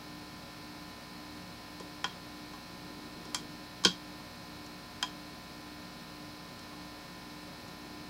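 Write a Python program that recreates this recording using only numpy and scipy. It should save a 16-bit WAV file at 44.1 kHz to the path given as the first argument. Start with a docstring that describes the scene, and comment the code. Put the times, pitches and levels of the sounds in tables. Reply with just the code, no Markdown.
"""Mains hum, a motor, faint rubbing and hiss run all through a quiet room; motor and hum beat slowly together.
A pick touches a padlock in a small desk vise, and its pins begin to snap: each click rings the lock,
then jolts the vise. The hand shifts its grip; later the hardest snap comes as a quick cluster with its rebound.
One more snap and some light touches follow, and the grip shifts again near the end.
Clicks are filtered noise bursts plus fading sines; the background is steady sines and shaped noise."""
import sys
import numpy as np
from scipy import signal
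from scipy.fft import rfft, irfft
from scipy.io import wavfile

SR = 44100
rng = np.random.default_rng(int(sys.argv[2]) if len(sys.argv) > 2 else 0)


def master_out(mix):
    """Clip the mix to full scale and print it as 16-bit PCM to the path in sys.argv[1]."""
    frames = np.transpose(np.atleast_2d(mix))
    ceiling = np.clip(frames, -1, 1)
    pcm = np.round(ceiling * 32767).astype(np.int16)
    wavfile.write(sys.argv[1], SR, pcm)


N = 356857  # length in samples

# Ringing tones (modes) of the lock with the tools in it.
# Each row: frequency in Hz, relative level in dB, time to fade by 60 dB in seconds.
LOCK_MODES = [(738, -18, 0.084), (822, -10.5, 0.069), (958, -10.5, 0.066), (1011, -8, 0.074),
              (1097, -13.5, 0.086), (1150, -21, 0.071), (1580, -16, 0.064), (1678, -7, 0.061),
              (1910, -6.5, 0.056), (2350, -9, 0.099), (2550, -8.5, 0.049), (2556, -15, 0.053),
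              (2745, -24, 0.13), (3196, 6, 0.044), (3235, 0, 0.065), (3282, -5, 0.13), (3600, -18, 0.075),
              (3550, -10, 0.069), (3780, -29, .13), (4250, -29, .14), (4740, -16, 0.18), (5020, -2, 0.052),
              (5230, -10, 0.06), (6380, -17, 0.066), (6700, -16, .09), (7000, -16, 0.058),
              (7900, -11, 0.045), (10300, -10, .04)]
# Colour of the dense clatter of pins and springs. Each row: frequency in Hz, relative level in dB per Hz.
CLATTER_COLOUR = [(100, -29), (600, -16), (850, -4.5), (1150, 5), (1300, -14), (1550, 6.5), (1900, -20),
                  (2100, 0.5), (2400, -8.5), (3900, 6), (5500, 2), (7500, -4.5), (8600, -12), (12000, -28)]
# Colour of the first metal contact. Each row: frequency in Hz, relative level in dB per Hz.
CRACK_COLOUR = [(500, -20), (2100, -1.5), (2700, -8), (4200, -5.5), (7400, 1.5), (8800, -8.5), (11000, -8),
                (12200, -26), (14500, -16), (16000, -39)]
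# How the lock radiates every click. Each row: frequency in Hz, level change in dB.
LOCK_RADIATION = [(780, -5.5), (1070, 2.5), (1550, -3), (2050, -6), (2550, 0), (3250, 0.5), (4000, 2),
                  (5200, 4), (6500, 4), (8000, -1), (11000, 0), (14000, 3)]
# How long the room echoes. Each row: frequency in Hz, time to fade by 60 dB in seconds.
ROOM_DECAY = [(150, 0.73), (1000, 0.16), (4000, 0.23), (7000, 0.19), (14000, 0.22)]
# Pins that snap under tension; the hard one slips first and rebounds after.
# Each row: start in seconds, strength in dB, brightness in dB per octave, blow into the case in dB,
# clatter against the ringing in dB, desk thud in dB, note of the pin in Hz.
PIN_SNAPS = [(2.0422, -6.5, -7.5, 3, -9, -17, 5540), (3.3457, -2, -1.8, -6, -7, -37, 5480),
             (3.8377, -14, -3.5, -4, 2, -20, 6460), (3.8491, 0, -0.9, 7.5, -2, 2, 6430),
             (3.867, -16, -2.5, 10, 0, -13, 6450), (5.027, -3, -5, 0, -12, -25, 4980)]
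# Light touches of the pick on a pin.
# Each row: start in seconds, strength in dB, brightness in dB per octave, desk thud in dB.
PICK_TOUCHES = [(1.7998, -19, -4.5, -15.5), (2.535, -21.5, -9.5, -29), (3.253, -21.5, -3.5, -31),
                (4.663, -26, -3, -35.5), (6.592, -24, -3, -31), (6.73, -27, -9, -30), (7.681, -28, -3, -37)]
# Ringing tones of the vise on the desk.
# Each row: frequency in Hz, relative level in dB, time to fade by 60 dB in seconds.
DESK_MODES = [(179.6, -2, 0.19), (204, -5, 0.17), (252, -9.5, 0.24), (329, -10, 0.24), (391, -6.5, 0.13),
              (450, -1, .07), (494, -9, 0.066)]
# Colour of the short push on the desk. Each row: frequency in Hz, relative level in dB.
PUSH_COLOUR = [(80, 1), (125, -10), (180, -3), (440, 3), (600, -15), (2000, -7), (8000, -50)]
# So small a body radiates no deep bass. Each row: frequency in Hz, relative level in dB.
THUD_RADIATION = [(30, -17), (90, -3), (150, -4)]
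# The hand shifts its grip. Each row: start in seconds, length in seconds, full level in dB rms.
GRIP_SHIFTS = [(2.65, 1.14, -53.5), (7.45, 1.2, -56.5)]
# Colour of the rubbing grip. Each row: frequency in Hz, relative level in dB per Hz.
GRIP_COLOUR = [(30, -21), (75, -18), (150, -1), (230, -3), (350, 0.5), (440, -6.5), (600, -14), (2000, -49)]
# Motor tones, from shaft to whine. Each row: frequency in Hz, level in dB rms.
MOTOR_TONES = [(30, -77), (97.8, -75), (156.5, -76), (177, -69), (340.8, -77), (2506, -74), (4104, -75),
               (4134, -76), (4164, -74), (4194, -72), (4224, -75), (4254, -72), (4310, -75)]
# Strongest partials of the hum. Each row: multiple of the mains frequency, level in dB rms.
STRONG_HUM = [(1, -64.5), (2, -73), (3, -60), (4, -60), (6, -70.5), (7, -70.5), (9, -68), (10, -71.5),
              (12, -64), (14, -67), (15, -68.5), (16, -69), (17, -60), (18, -75), (21, -68.5), (22, -70),
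              (23, -68), (24, -68), (27, -69), (29, -71), (30, -64), (31, -70), (37, -65.5), (39, -72),
              (45, -71), (65, -67)]
# Outline of the weaker hum partials. Each row: frequency in Hz, typical level of one partial in dB rms.
BUZZ_OUTLINE = [(400, -76), (1200, -74), (2000, -81), (2600, -76.5), (3500, -82.5), (3900, -79),
                (4600, -75), (5100, -76), (5700, -88.5), (6600, -86)]
# Moving air and microphone hiss. Each row: frequency in Hz, level in dB per Hz.
AIR_COLOUR = [(15, -101), (45, -91), (75, -86), (150, -76.5), (200, -79.5), (260, -81), (340, -85),
              (480, -87), (800, -86), (1200, -90.5), (2400, -94.5), (3600, -95), (7500, -102),
              (15000, -105)]
# Resonances of the motor housing in that noise. Each row: frequency in Hz, width in Hz, lift in dB.
HOUSING_RESONANCES = [(94.6, 17, 6), (558.4, 13, 10), (612, 16, 3), (4110, 630, 5.5), (5050, 2000, 6)]

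CASE_HZ, CASE_T60, PIN_T60 = 1442, 0.065, 0.052  # lock case note (Hz); 60 dB fades of case and pin (s)
# A harder blow into the case makes the case note louder and the pin's own note weaker.
CASE_DB, CASE_GAIN = -7, 1.4  # relative level (dB), dB gained per dB of blow
PIN_DB, PIN_LOSS = -2, 0.4  # relative level (dB), dB lost per dB of blow
# A touch hardly reaches the case: blow (dB), clatter (dB), note of the pin (Hz).
TOUCH_CASE_DB, TOUCH_CLATTER_DB, TOUCH_PIN_HZ = -14, -8, 5560
PIVOT_HZ = 3170  # brightness tilts a click around this frequency
SHELL_HZ, SHELL_OCTAVES = 2760, 0.93  # broad hump changed by a case blow: centre, width
GRIP_RISE_S, GRIP_FALL_S = 0.19, 0.37
GRIP_REST_DB = -66.5  # the resting hand still rubs faintly (dB rms)
MAINS_HZ = 60.0055
# Fifth mains harmonic, the motor tone beside it (Hz), and a moment when they swell together (s).
THROB_HZ, THROB_S = (300.03, 298.22), 0.18
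EDGE_HZ = 15850  # upper edge of the sound


def picking(jolt_delay_s=0.00697):
    """Every snap or touch rings the lock and is followed by a jolt of the vise."""
    t = np.arange(SR // 3) / SR
    out = np.zeros(N)
    touches = [(start, db, bright_db, TOUCH_CASE_DB, TOUCH_CLATTER_DB, thud_db, TOUCH_PIN_HZ)
               for start, db, bright_db, thud_db in PICK_TOUCHES]
    for start, db, bright_db, case_db, clatter_db, thud_db, pin_hz in PIN_SNAPS + touches:
        click = pin_snap(t, bright_db, case_db, clatter_db, pin_hz)
        add(out, start, gain_of(db) * click)
        add(out, start + jolt_delay_s, gain_of(thud_db) * desk_thud(t))
    return out


def pin_snap(t, bright_db, case_db, clatter_db, pin_hz,
             crack_db=-3, crack_s=0.0031, clatter_s=0.013, rise_s=0.0017, room_db=-9):
    """A pin chatters for some milliseconds, the lock rings up, and the room answers."""
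    grit, rattle = rng.standard_normal((2, len(t)))
    crack = unit(colour(grit * np.exp(-(t / crack_s) ** 2), CRACK_COLOUR))
    clatter = unit(colour(rattle * np.exp(-t / clatter_s), CLATTER_COLOUR))
    # each pin adds its own note, and rocks the case more or less
    case_mode = (CASE_HZ, CASE_DB + CASE_GAIN * case_db, CASE_T60)
    pin_mode = (pin_hz, PIN_DB - PIN_LOSS * case_db, PIN_T60)
    ringing = ring(LOCK_MODES + [case_mode, pin_mode], t, spread_db=1.5)
    metal = unit(ringing * (1 - np.exp(-(t / rise_s) ** 2)))
    direct = metal + gain_of(crack_db) * crack + gain_of(clatter_db) * clatter
    echo = signal.fftconvolve(direct, room_tail(t, onset_s=0.0028))[:len(t)]
    sound = direct + gain_of(room_db) * echo
    # a sharp contact tilts the click up; a square blow into the case fills its middle
    hz, db = np.transpose(LOCK_RADIATION)
    tilt = bright_db * np.log2(hz / PIVOT_HZ)
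    shell = np.exp(-(np.log2(hz / SHELL_HZ) / SHELL_OCTAVES) ** 2)
    return colour(sound, list(zip(hz, db + tilt + case_db * shell)))


def ring(modes, t, spread_db, slip=0.12):
    """Fading tones start nearly together; every blow excites them a little differently."""
    hz, db, t60 = np.transpose(modes)[:, :, None]
    phase, chance = rng.standard_normal((2, *hz.shape))
    fade = np.exp(-np.log(1000) * t / t60)
    wave = np.sin(2 * np.pi * (hz * t + slip * phase))  # slip is in cycles
    return unit((gain_of(db + spread_db * chance) * fade * wave).sum(0))


def room_tail(t, onset_s):
    """Diffuse reflections swell in, then fade at a rate that depends on frequency."""
    hz, at, z = signal.stft(rng.standard_normal(len(t)), SR, nperseg=256)
    z = z * np.exp(-np.log(1000) * at / read(ROOM_DECAY, hz)[:, None])
    tail = signal.istft(z, SR)[1][:len(t)]
    return unit(tail * (1 - np.exp(-(t / onset_s) ** 2)))


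def desk_thud(t, push_s=0.0006):
    """One short low push sets the vise and desk booming."""
    u = t / push_s
    push = unit(colour((1 - u) * np.exp(-u), PUSH_COLOUR))
    boom = ring(DESK_MODES, t, spread_db=2.5, slip=0.29) * (1 - np.exp(-u))
    return unit(colour(boom + push, THUD_RADIATION))


def grip():
    """Skin rubbing on the vise comes through as a soft rumble that swells at each shift."""
    t = np.arange(N) / SR
    shape = gain_of(read(GRIP_COLOUR, np.fft.rfftfreq(N, 1 / SR)))
    rub = irfft(rfft(rng.standard_normal(N)) * shape, N)
    shifts = np.zeros(N)
    for start, length, db in GRIP_SHIFTS:
        rise = (t - start) / GRIP_RISE_S
        fall = (start + length - t) / GRIP_FALL_S
        shifts += gain_of(db) * np.clip(np.minimum(rise, fall), 0, 1)
    return rub / rub.std() * np.maximum(shifts, gain_of(GRIP_REST_DB))


def motor():
    """A running motor gives shaft tones, and a whine with sidebands one shaft turn apart."""
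    return tones(MOTOR_TONES, waver=0.12)


def throb(mains_db=-56.5, motor_db=-62.5):
    """The motor slips a little behind the mains, so their tones near 300 Hz beat slowly."""
    t = np.arange(N) / SR - THROB_S
    start = rng.random()
    out = np.zeros(N)
    for hz, db in zip(THROB_HZ, (mains_db, motor_db)):
        out += np.sqrt(2) * gain_of(db) * np.sin(2 * np.pi * (hz * t + start))
    return out


def hum(scatter_db=4.0, count=104):
    """Mains harmonics: a few strong ones and a fine buzz of weaker ones."""
    strong = dict(STRONG_HUM)
    orders = np.arange(1, count)
    weak_db = read(BUZZ_OUTLINE, orders * MAINS_HZ) + scatter_db * rng.standard_normal(len(orders))
    return tones([(k * MAINS_HZ, strong.get(k, db)) for k, db in zip(orders, weak_db)], waver=0.028)


def tones(lines, waver):
    """Tones of steady level (Hz, dB rms) wander slightly in phase (waver in radians)."""
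    t = np.arange(N) / SR
    out = np.zeros(N)
    knots = np.linspace(0, t[-1], num=24)
    for hz, db in lines:
        drift = np.interp(t, knots, waver * rng.standard_normal(len(knots)))
        out += np.sqrt(2) * gain_of(db) * np.sin(2 * np.pi * (hz * t + rng.random()) + drift)
    return out


def air():
    """Steady noise of moving air and microphone hiss, lifted at the housing resonances."""
    hz = np.fft.rfftfreq(N, 1 / SR)
    db = read(AIR_COLOUR, hz)
    for centre, width, lift in HOUSING_RESONANCES:
        db = db + lift * np.exp(-(2 * (hz - centre) / width) ** 2)
    # the last factor turns levels per Hz into sample values
    return irfft(rfft(rng.standard_normal(N)) * gain_of(db), N) * np.sqrt(SR / 2)


def gain_of(db):
    """Turns decibels into amplitude."""
    return 10 ** (np.asarray(db) / 20)


def read(points, hz):
    """Joins (Hz, value) points by lines on a log-frequency axis."""
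    f, value = np.transpose(points)
    return np.interp(np.log(hz + 1), np.log(f + 1), value)


def unit(x):
    """Scales a sound to energy 1."""
    return x / np.sqrt(np.sum(x ** 2) + 1e-20)


def add(mix, start, sound):
    """Mixes a sound in at a start time in seconds."""
    part = mix[round(start * SR):][:len(sound)]
    part += sound[:len(part)]


def colour(x, points):
    """Filters to a (Hz, dB) outline without sounding ahead of time, so attacks stay sharp."""
    size = 2 * len(x)
    log_gain = np.log(gain_of(read(points, abs(np.fft.fftfreq(size, 1 / SR)))))
    response = np.exp(np.conj(signal.hilbert(log_gain)))  # minimum phase
    return irfft(rfft(x, size) * response[:len(x) + 1])[:len(x)]


def scene():
    """All sources add up at one microphone, which feeds both channels."""
    mix = picking() + grip() + hum() + throb() + motor() + air()
    return np.tile(mix, (2, 1))


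def record(dry):
    """A low-pass filter takes away the treble above the upper edge."""
    lowpass = signal.firwin(511, EDGE_HZ, window=("kaiser", 9), fs=SR)
    return signal.oaconvolve(dry, lowpass[None], "same")


dry = scene()
out = record(dry)
master_out(out)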